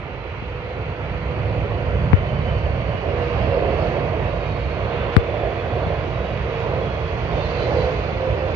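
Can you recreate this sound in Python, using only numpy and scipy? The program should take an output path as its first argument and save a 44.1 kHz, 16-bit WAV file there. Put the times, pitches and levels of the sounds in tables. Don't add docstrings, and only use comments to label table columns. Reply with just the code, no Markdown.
import sys
import numpy as np
from scipy import signal
from scipy.fft import rfft, irfft, next_fast_len
from scipy.io import wavfile
from scipy.ndimage import uniform_filter1d, map_coordinates

SR = 44100
rng = np.random.default_rng(int(sys.argv[2]) if len(sys.argv) > 2 else 0)


def transcribe(u):
    v = np.clip(np.atleast_2d(u).T, -1, 1)
    q = np.round(v * 32767).astype(np.int16)
    wavfile.write(sys.argv[1], SR, q)


def boost_factor(decibels):
    exponent = np.asarray(decibels, float) / 20
    return 10 ** exponent


N = 377143

# pitch_hz, level_db (per Hz)
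PREAMP_SPECTRUM = [(3000, -23), (4600, 0), (5600, 0.5), (6500, -6), (7800, -3), (8500, -14), (10900, -14),
                   (11500, -22), (16000, -19.5)]
# pitch_hz, level_db (per Hz)
BREEZE_SPECTRUM = [(12, -40.5), (25, 5), (35, 14), (60, 6.5), (140, 0.5), (250, -46), (500, -130)]
INSECT_BLIPS = [.02, .08, .11, .15, .19, .23, .27, .31, .34, .4, .46, .52, .55, .74, .78, .81, .97, 1.06,
                1.11, 1.4, 1.8, 2.06, 2.25, 2.34, 2.72, 3.11, 3.23, 3.41, 4.34, 4.47, 4.61, 5.0, 6.14, 6.21,
                6.47, 6.51, 6.87, 6.94, 7.01, 7.06, 7.19, 7.25, 7.45, 7.61, 7.67, 7.84, 7.95, 7.98, 8.02,
                8.1, 8.15, 8.2, 8.27, 8.3, 8.46, 8.51]
# centre_s, pitch_hz, level_db
BIRD_CHIRPS = [(2.418, 3880, -50), (2.452, 4400, -53), (2.522, 3650, -52), (2.61, 4030, -54),
               (2.722, 4400, -52), (2.42, 7600, -71), (2.5, 6900, -66), (2.47, 6500, -64),
               (4.59, 7200, -68), (6.6, 7000, -66), (6.6, 6600, -64), (7.93, 7000, -64), (7.94, 6500, -61)]
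# start_s, push_db, rise_ms, crack_db, crack_length_ms
WIND_POPS = [
    (2.13245, 13.3, 3, -2.8, .46),
    (5.16662, 7, .25, 4.2, .5),
]
# centre_s, peak_db, pitch_hz
SMALL_PUFFS = [(0.426, -18.5, 190), (2.95, -15.5, 263), (3.9, -24, 190), (4.67, -21, 190), (5.18, -8, 360),
               (5.87, -12, 149), (6.25, -22, 150), (8.131, -18, 191), (2.1292, -16.5, 1900),
               (2.131, -24, 1100), (2.132, -7, 905), (5.1634, -20, 1100)]
# centre_s, peak_db, pitch_hz
PORT_CLICKS = [
    (3.33, -36, 3200),
]
# pitch_hz, level_db (per Hz)
EXHAUST_SPECTRUM = [(10, -90), (25, -30.5), (32, -37), (52, -1.5), (100, -1), (150, -1.5), (230, -9),
                    (330, -20), (500, -76), (1000, -130)]
# pitch_hz, level_db (per Hz)
AIRFRAME_SPECTRUM = [(60, -100), (130, -42), (230, -5.5), (350, -3), (500, -2.5), (700, -1), (900, -11.5),
                     (1200, -19.5), (1700, -35), (3000, -130)]
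# pitch_hz, level_db (per Hz)
BYPASS_SPECTRUM = [(300, -100), (600, -41), (900, -1.5), (1200, -1), (1600, -5), (2300, -4), (2800, -6.5),
                   (3300, -13), (4000, -34), (6000, -130)]
# pitch_hz, level_db (per Hz)
FAN_SPECTRUM = [(1500, -100), (2600, -18), (3300, -4), (3600, -5.5), (4000, -2), (4600, -3), (5100, -11),
                (6000, -13.5), (6600, -17.5), (7300, -32.5), (7800, -55), (9500, -66.5), (16000, -130)]
# time_s, delay_ms
GROUND_DELAY = [(0, 2.26), (3, 1.85), (6, 1.92), (8.6, 2.02)]
# pitch_hz, level_db
GRASS_RETURN = [(100, -2), (400, -9.5), (900, -12.5), (1500, -19.5), (3000, -38)]
# centre_s, half_length_s, lift_db, pitch_hz (changed most)
JET_SWELLS = [(1.33, 0.29, 5.5, 90), (1.703, 0.21, 4, 300), (2.085, 0.28, 6.5, 91.7), (2.547, 0.3, 8, 89),
              (3.125, 0.098, 5, 298), (3.28, 0.18, 3, 3200), (3.45, 0.092, 6.5, 80), (3.59, 0.25, 7.5, 650),
              (3.88, .13, 3, 3980), (4.08, 0.26, 5, 595), (5.004, 0.16, 6, 840), (5.412, 0.13, 5, 537),
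              (5.854, 0.2, 4.5, 305), (6.553, 0.091, 1.5, 2800), (6.764, 0.16, 5.5, 333),
              (7.66, 0.36, 6, 4100), (5.5, .7, -1, 5500), (7.734, 0.21, 8, 304), (8.2, 0.17, -4, 91),
              (8.448, 0.19, 2.5, 450), (7.352, 0.043, 6.5, 250), (4.604, .12, -0.5, 4530),
              (5.135, .015, 5.5, 2700), (6.42, 0.045, 1, 70), (3.3, 0.093, 2, 99), (5.7, 0.083, 1.5, 80.5),
              (1.27, 0.1, -4.5, 140), (6.4, .1, 2, 60), (8.3, .12, 3, 200), (7.42, 0.082, 1.5, 190),
              (7.55, .1, -1.5, 520), (8.05, .08, 0.5, 550), (4.1, 0.19, 0.5, 90), (6.9, 0.052, 0.5, 100),
              (2.62, 0.092, -4, 70.5), (3, 0.055, -3, 80), (8.5, 0.042, 1, 4200)]
# centre_s, half_length_s, lift_db
HOWL_SWELLS = [(.3, .4, -2.5), (1.68, 0.13, 4.5), (2.5, .2, 2), (3.22, 0.15, 7), (3.518, 0.11, 4),
               (3.848, .15, -2.5), (4.35, .15, -3), (4.65, .12, 1.5), (5.1, 0.14, 6), (5.3, 0.091, 2),
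               (5.8, 0.089, 2), (6.15, 0.17, -3), (6.6, .18, 4), (7.05, .12, 2.5), (7.35, .1, -5),
               (7.62, 0.13, 7), (7.919, .1, 5.5)]
# start_s, end_s, start_pitch_hz, end_pitch_hz, level_db
BRIEF_TONES = [(1.45, 2.1, 555, 595, -35.5), (2, 2.95, 598, 615, -37), (3.36, 3.75, 560, 534, -25),
               (7.5, 7.95, 488, 512, -23), (6.68, 6.92, 500, 550, -31), (1.6, 2.2, 2870, 3030, -53),
               (7.36, 7.86, 2720, 2630, -46), (4.6, 5.2, 2800, 2780, -51), (-.4, 1.9, 4020, 3955, -59),
               (2.9, 4.3, 3900, 3850, -56.5), (4.1, 5.3, 3830, 3790, -54), (5.2, 7.2, 3850, 3770, -56.5),
               (0, 1, 4470, 4420, -61), (.8, 2.2, 4420, 4560, -59.5), (2.2, 3.4, 4520, 4440, -55),
               (3.2, 4.15, 4450, 4340, -52), (4.2, 5.3, 4310, 4210, -53), (5.3, 6.2, 4310, 4250, -57.5),
               (6.5, 7.3, 4230, 4170, -57), (2.1, 2.7, 3040, 3010, -46), (2.8, 4.15, 2935, 2570, -45),
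               (2.3, 3, 2800, 2700, -52), (4.35, 4.8, 2460, 2370, -46), (4.7, 6.1, 3510, 3400, -50),
               (6, 7.5, 3390, 3330, -53), (7.32, 7.48, 3620, 3610, -46), (7.45, 7.68, 3610, 3600, -52),
               (3.1, 4.1, 5040, 4880, -58), (4.2, 4.7, 4800, 4730, -59), (7.55, 7.72, 4090, 4070, -42),
               (7.73, 7.88, 4070, 4050, -45), (7.73, 7.9, 4580, 4570, -45.5), (7.38, 7.56, 4170, 4140, -46),
               (7.36, 7.68, 4530, 4570, -47), (7.55, 7.72, 3030, 3090, -45), (2.8, 3.4, 5660, 5520, -71),
               (5.55, 5.8, 2570, 2550, -45), (8.18, 8.5, 2670, 2620, -47), (8.1, 8.5, 518, 522, -26),
               (7.7, 8.8, 3520, 3480, -55), (7.9, 8.3, 4100, 4090, -54)]
# pitch_hz, left_minus_right_db
TONE_BALANCE = [(600, -5), (2600, -6), (3030, -9), (3450, 5), (3620, 3), (3900, -8), (4400, -20),
                (5000, -28)]
# pitch_hz, level_db
LEFT_PORT = [(60, -4), (160, -5), (410, -6.5), (660, -6), (1070, -9), (1720, -5), (2500, -2.5), (3100, -12),
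             (3500, 0.5), (4200, -11), (4700, -30), (5500, -66), (6500, -29)]
# pitch_hz, likeness (0 to 1)
PORT_LIKENESS = [(60, 0.9), (110, 1), (250, 0.95), (500, 0.93), (800, 0.83), (1310, 0.6), (2430, 0.15),
                 (4500, 0.33)]
# pitch_hz, lag_radians
LEFT_LAG = [(30, 0), (340, .45), (1030, .7), (1640, 1.6), (2760, 2.3), (5000, 3)]
# time_s, left_later_samples, left_lift_db
CAMERA_TURNS = [(0, -1.5, 0), (.7, 0.5, 1.5), (1.5, -0.5, 0), (2.3, 2.2, 0.5), (3.5, 0.5, -0.5),
                (6.3, -1.3, 0.5), (6.7, 0.5, 0.5), (7.5, 0.36, 0), (8.55, 2, 0.5)]


def unit(x):
    return x / np.sqrt(np.mean(x ** 2) + 1e-20)


def along(points, hz):
    f, v = np.transpose(points)
    return np.interp(np.log(hz + 1), np.log(f + 1), v)


def curves(rows):
    s, *cols = np.transpose(rows)
    return [np.interp(np.arange(N) / SR, s, c) for c in cols]


def wobble(rate, size=N):
    knots = rng.standard_normal(int(size * rate / SR) + 4)
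    return map_coordinates(knots, [np.arange(size) * rate / SR])


def filtered(x, response):
    m = next_fast_len(N + SR // 4)
    return irfft(rfft(x, m) * response(np.fft.rfftfreq(m, 1 / SR)), m)[..., :N]


def turbulence(spectrum, level_db, patchy_db):
    z = signal.stft(rng.standard_normal((2, N)), nperseg=512)[2]
    patches = uniform_filter1d(rng.standard_normal(z.shape[1:]), size=5, axis=0)
    patches = uniform_filter1d(patches, size=14, axis=1)
    pair = signal.istft(z * boost_factor(patchy_db * unit(patches)), nperseg=512)[1][:, :N]
    return boost_factor(level_db) * unit(filtered(pair, lambda hz: boost_factor(along(spectrum, hz))))


def breeze():
    gusts = boost_factor(5.2 * np.array([wobble(2.6), wobble(3.5)]))
    noise = filtered(rng.standard_normal((2, N)), lambda hz: boost_factor(along(BREEZE_SPECTRUM, hz)))
    return boost_factor(-52.5) * gusts * unit(noise)


def insect():
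    blip_s = 0.045
    out, u = np.zeros(N + SR), np.arange(round(blip_s * SR)) / SR
    for s, (size, pitch) in zip(INSECT_BLIPS, rng.standard_normal((len(INSECT_BLIPS), 2))):
        hz = 11090 + 25 * s + 55 * pitch
        swell = np.sin(np.pi * u / blip_s) ** 2
        out[round(s * SR):][:len(u)] += boost_factor(-85 + size) * swell * np.sin(2 * np.pi * hz * u)
    return boost_factor([[-30], [0]]) * out[:N]


def bird():
    out, t = np.zeros(N), np.arange(-.06, .06, 1 / SR)
    u = t / .016
    for s, hz, db in BIRD_CHIRPS:
        blur = 1 + .5 * wobble(300, size=len(t))
        chirp = np.exp(-u ** 2) * blur * np.sin(2 * np.pi * hz * t * (1 - .01 * u))
        out[round((s - .06) * SR):][:len(t)] += boost_factor(db) * chirp
    return boost_factor([[-30], [0]]) * out


def pop(s, push_db, rise_ms, crack_db, crack_ms):
    t = np.arange(N) / SR
    u = np.maximum(t - s, 0)
    turns = 85 * u + .66 * (1 - np.exp(-u / .003))
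    t60_s = .115 - .0042 * push_db
    rise = (1 - np.exp(-1000 * u / rise_ms)) ** 2
    swing = boost_factor(push_db - 60 * u / t60_s) * rise * np.sin(2 * np.pi * turns)
    v = (1000 * (t - s) + .75 - .3 * rise_ms) / crack_ms
    v = np.sign(v) * np.maximum(np.abs(v) - .125, 0)
    turns = np.where(v < 0, 1.2 * np.log(1 + np.abs(v)), 1.05 * v)
    fade = np.exp(-(v / np.where(v < 0, 8, 1.6)) ** 2) / np.hypot(1, 4.5 * v)
    return swing - boost_factor(crack_db) * fade * np.cos(2 * np.pi * turns)


def wind_on_ports():
    t = np.arange(N) / SR
    left = sum(pop(*row) for row in WIND_POPS)
    for s, db, hz in SMALL_PUFFS:
        near = slice(round((s - 2 / hz) * SR), round((s + 2 / hz) * SR))
        w = np.pi * hz * (t[near] - s)
        left[near] += boost_factor(db) * (1 - 2 * w ** 2) * np.exp(-w ** 2)
    left = filtered(left, lambda hz: 1 / (1 + (hz / 4200) ** 8))
    right = boost_factor(-41) * uniform_filter1d(left, size=60)
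    for s, db, hz in PORT_CLICKS:
        right += boost_factor(db) * np.exp(-((t - s) * hz / 1.5) ** 2) * np.cos(2 * np.pi * hz * (t - s))
    return np.array([left, right])


def wind_filter():
    after = [np.maximum(np.arange(N) / SR - s, 0) for s, *_ in WIND_POPS]
    return sum(-7.5 * (1 - np.exp(-(u / 0.0069) ** 2)) * np.exp(-u / 0.37) for u in after)


def heard_db(centre_hz, level_db, trees_db, nears_db):
    t = np.arange(0, N / SR + .005, .005)
    trees = trees_db / (1 + np.exp((t - 0.94) / 0.37))
    db = level_db - trees + nears_db * t
    for s, half, lift_db, hz in JET_SWELLS:
        octaves = np.log2(hz / centre_hz) / 1.24
        db = db + lift_db * np.exp(-((t - s) / half) ** 2 - octaves ** 2)
    return np.interp(np.arange(N) / SR, t, db)


def fuzzy(hz, blur, flutter_db):
    rate = 2 * blur * hz.mean()
    steady = 1 / np.hypot(1, hz.mean() / 900)
    scatter = wobble(rate, size=len(hz)) + 1j * wobble(rate, size=len(hz))
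    beads = unit(abs(scatter)) * np.exp(1j * np.angle(scatter))
    size = steady + np.sqrt(1 - steady ** 2) * beads
    tone = (size * np.exp(2j * np.pi * np.cumsum(hz) / SR)).real
    return unit(boost_factor(flutter_db * wobble(12, size=len(hz))) * tone)


def cavity_howl():
    t, start_hz = np.arange(N) / SR, 497
    hz = start_hz - (3.2 + .36 * t) * t
    db = -40.5 + 1.15 * heard_db(start_hz, 0, 3, 0)
    db = db + sum(lift_db * np.exp(-((t - s) / half) ** 2) for s, half, lift_db in HOWL_SWELLS)
    ends = np.clip((8.1 - t) / 0.14, 0, 1)
    return boost_factor([[-3.5], [2.5]]) * boost_factor(db) * ends * fuzzy(hz, blur=.012, flutter_db=1)


def fan_and_flap_tones():
    out = np.zeros((2, N))
    for start, end, start_hz, end_hz, db in BRIEF_TONES:
        at = np.arange(max(round(start * SR), 0), min(round(end * SR), N))
        u = np.clip((at / SR - start) / (end - start), 0, 1)
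        swell = np.sin(np.pi * u) ** .5
        if start_hz < 1000:
            blur = .015
        else:
            core_or_fan = .006 if start_hz < 3200 else .015
            blur = core_or_fan + .001 / (end - start)
        tone = boost_factor(db) * swell * fuzzy(start_hz + u * (end_hz - start_hz), blur, flutter_db=1.5)
        left_db = along(TONE_BALANCE, start_hz)
        out[:, at] += boost_factor([[min(left_db, 0)], [min(-left_db, 0)]]) * tone
    return out


def jet_noise():
    exhaust_db = heard_db(centre_hz=105, level_db=-25.5, trees_db=7.5, nears_db=-0.0539)
    airframe_db = heard_db(centre_hz=505.5, level_db=-28, trees_db=7.5, nears_db=0.19)
    bypass_db = heard_db(centre_hz=1803, level_db=-32.5, trees_db=4, nears_db=0.0323)
    fan_db = heard_db(centre_hz=4206, level_db=-51.5, trees_db=4.5, nears_db=0.59)
    noise = turbulence(EXHAUST_SPECTRUM, exhaust_db + wind_filter(), patchy_db=1.0)
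    noise = noise + turbulence(AIRFRAME_SPECTRUM, airframe_db, patchy_db=1.04)
    noise = noise + turbulence(BYPASS_SPECTRUM, bypass_db, patchy_db=1.0)
    return noise + turbulence(FAN_SPECTRUM, fan_db, patchy_db=1.1)


def off_the_grass(direct):
    earlier = np.arange(N) - curves(GROUND_DELAY)[0] * SR / 1000
    bounce = filtered(direct, lambda hz: boost_factor(along(GRASS_RETURN, hz)))
    return direct + [np.interp(earlier, np.arange(N), b) for b in bounce]


def at_the_ports(pair):
    def left_response(hz):
        port = boost_factor(along(LEFT_PORT, hz)) * np.exp(-1j * along(LEFT_LAG, hz))
        turn = np.arccos(np.clip(along(PORT_LIKENESS, hz), 0, 1))
        return port * [np.cos(turn), np.sin(turn)]

    later, lift_db = curves(CAMERA_TURNS)
    left = filtered(pair, left_response).sum(axis=0)
    left = map_coordinates(left, [np.arange(N) - later], mode="nearest")
    return np.array([boost_factor(lift_db) * left, pair[0]])


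def scene():
    surroundings = breeze() + insect() + bird() + wind_on_ports()
    jet = cavity_howl() + fan_and_flap_tones() + at_the_ports(off_the_grass(jet_noise()))
    return surroundings + jet


def without_faint_bands(x, keep_db, follow):
    z = signal.stft(x, SR, nperseg=1024, scaling="psd")[2]
    power = abs(z) ** 2
    bands = power[:, :512].reshape(2, 128, 4, -1).mean(axis=2)
    loud = uniform_filter1d(bands[1, 16:32].mean(axis=0), size=9)
    kept = bands > boost_factor(2 * keep_db) * (loud / np.median(loud)) ** follow
    z[:, :512] *= np.repeat(kept, 4, axis=1)
    return signal.istft(z, SR, nperseg=1024, scaling="psd")[1][:, :N]


def band_limit(x):
    return signal.sosfilt(signal.butter(12, 15800, fs=SR, output="sos"), x)


def record(dry):
    wet = dry + turbulence(PREAMP_SPECTRUM, -81.5, patchy_db=-3.0)
    wet = wet / (1 + np.abs(wet / 1.015) ** 120) ** (1 / 120)
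    mix = without_faint_bands(wet, keep_db=-117, follow=0.65)
    return band_limit(mix)


dry = scene()
out = record(dry)
transcribe(out)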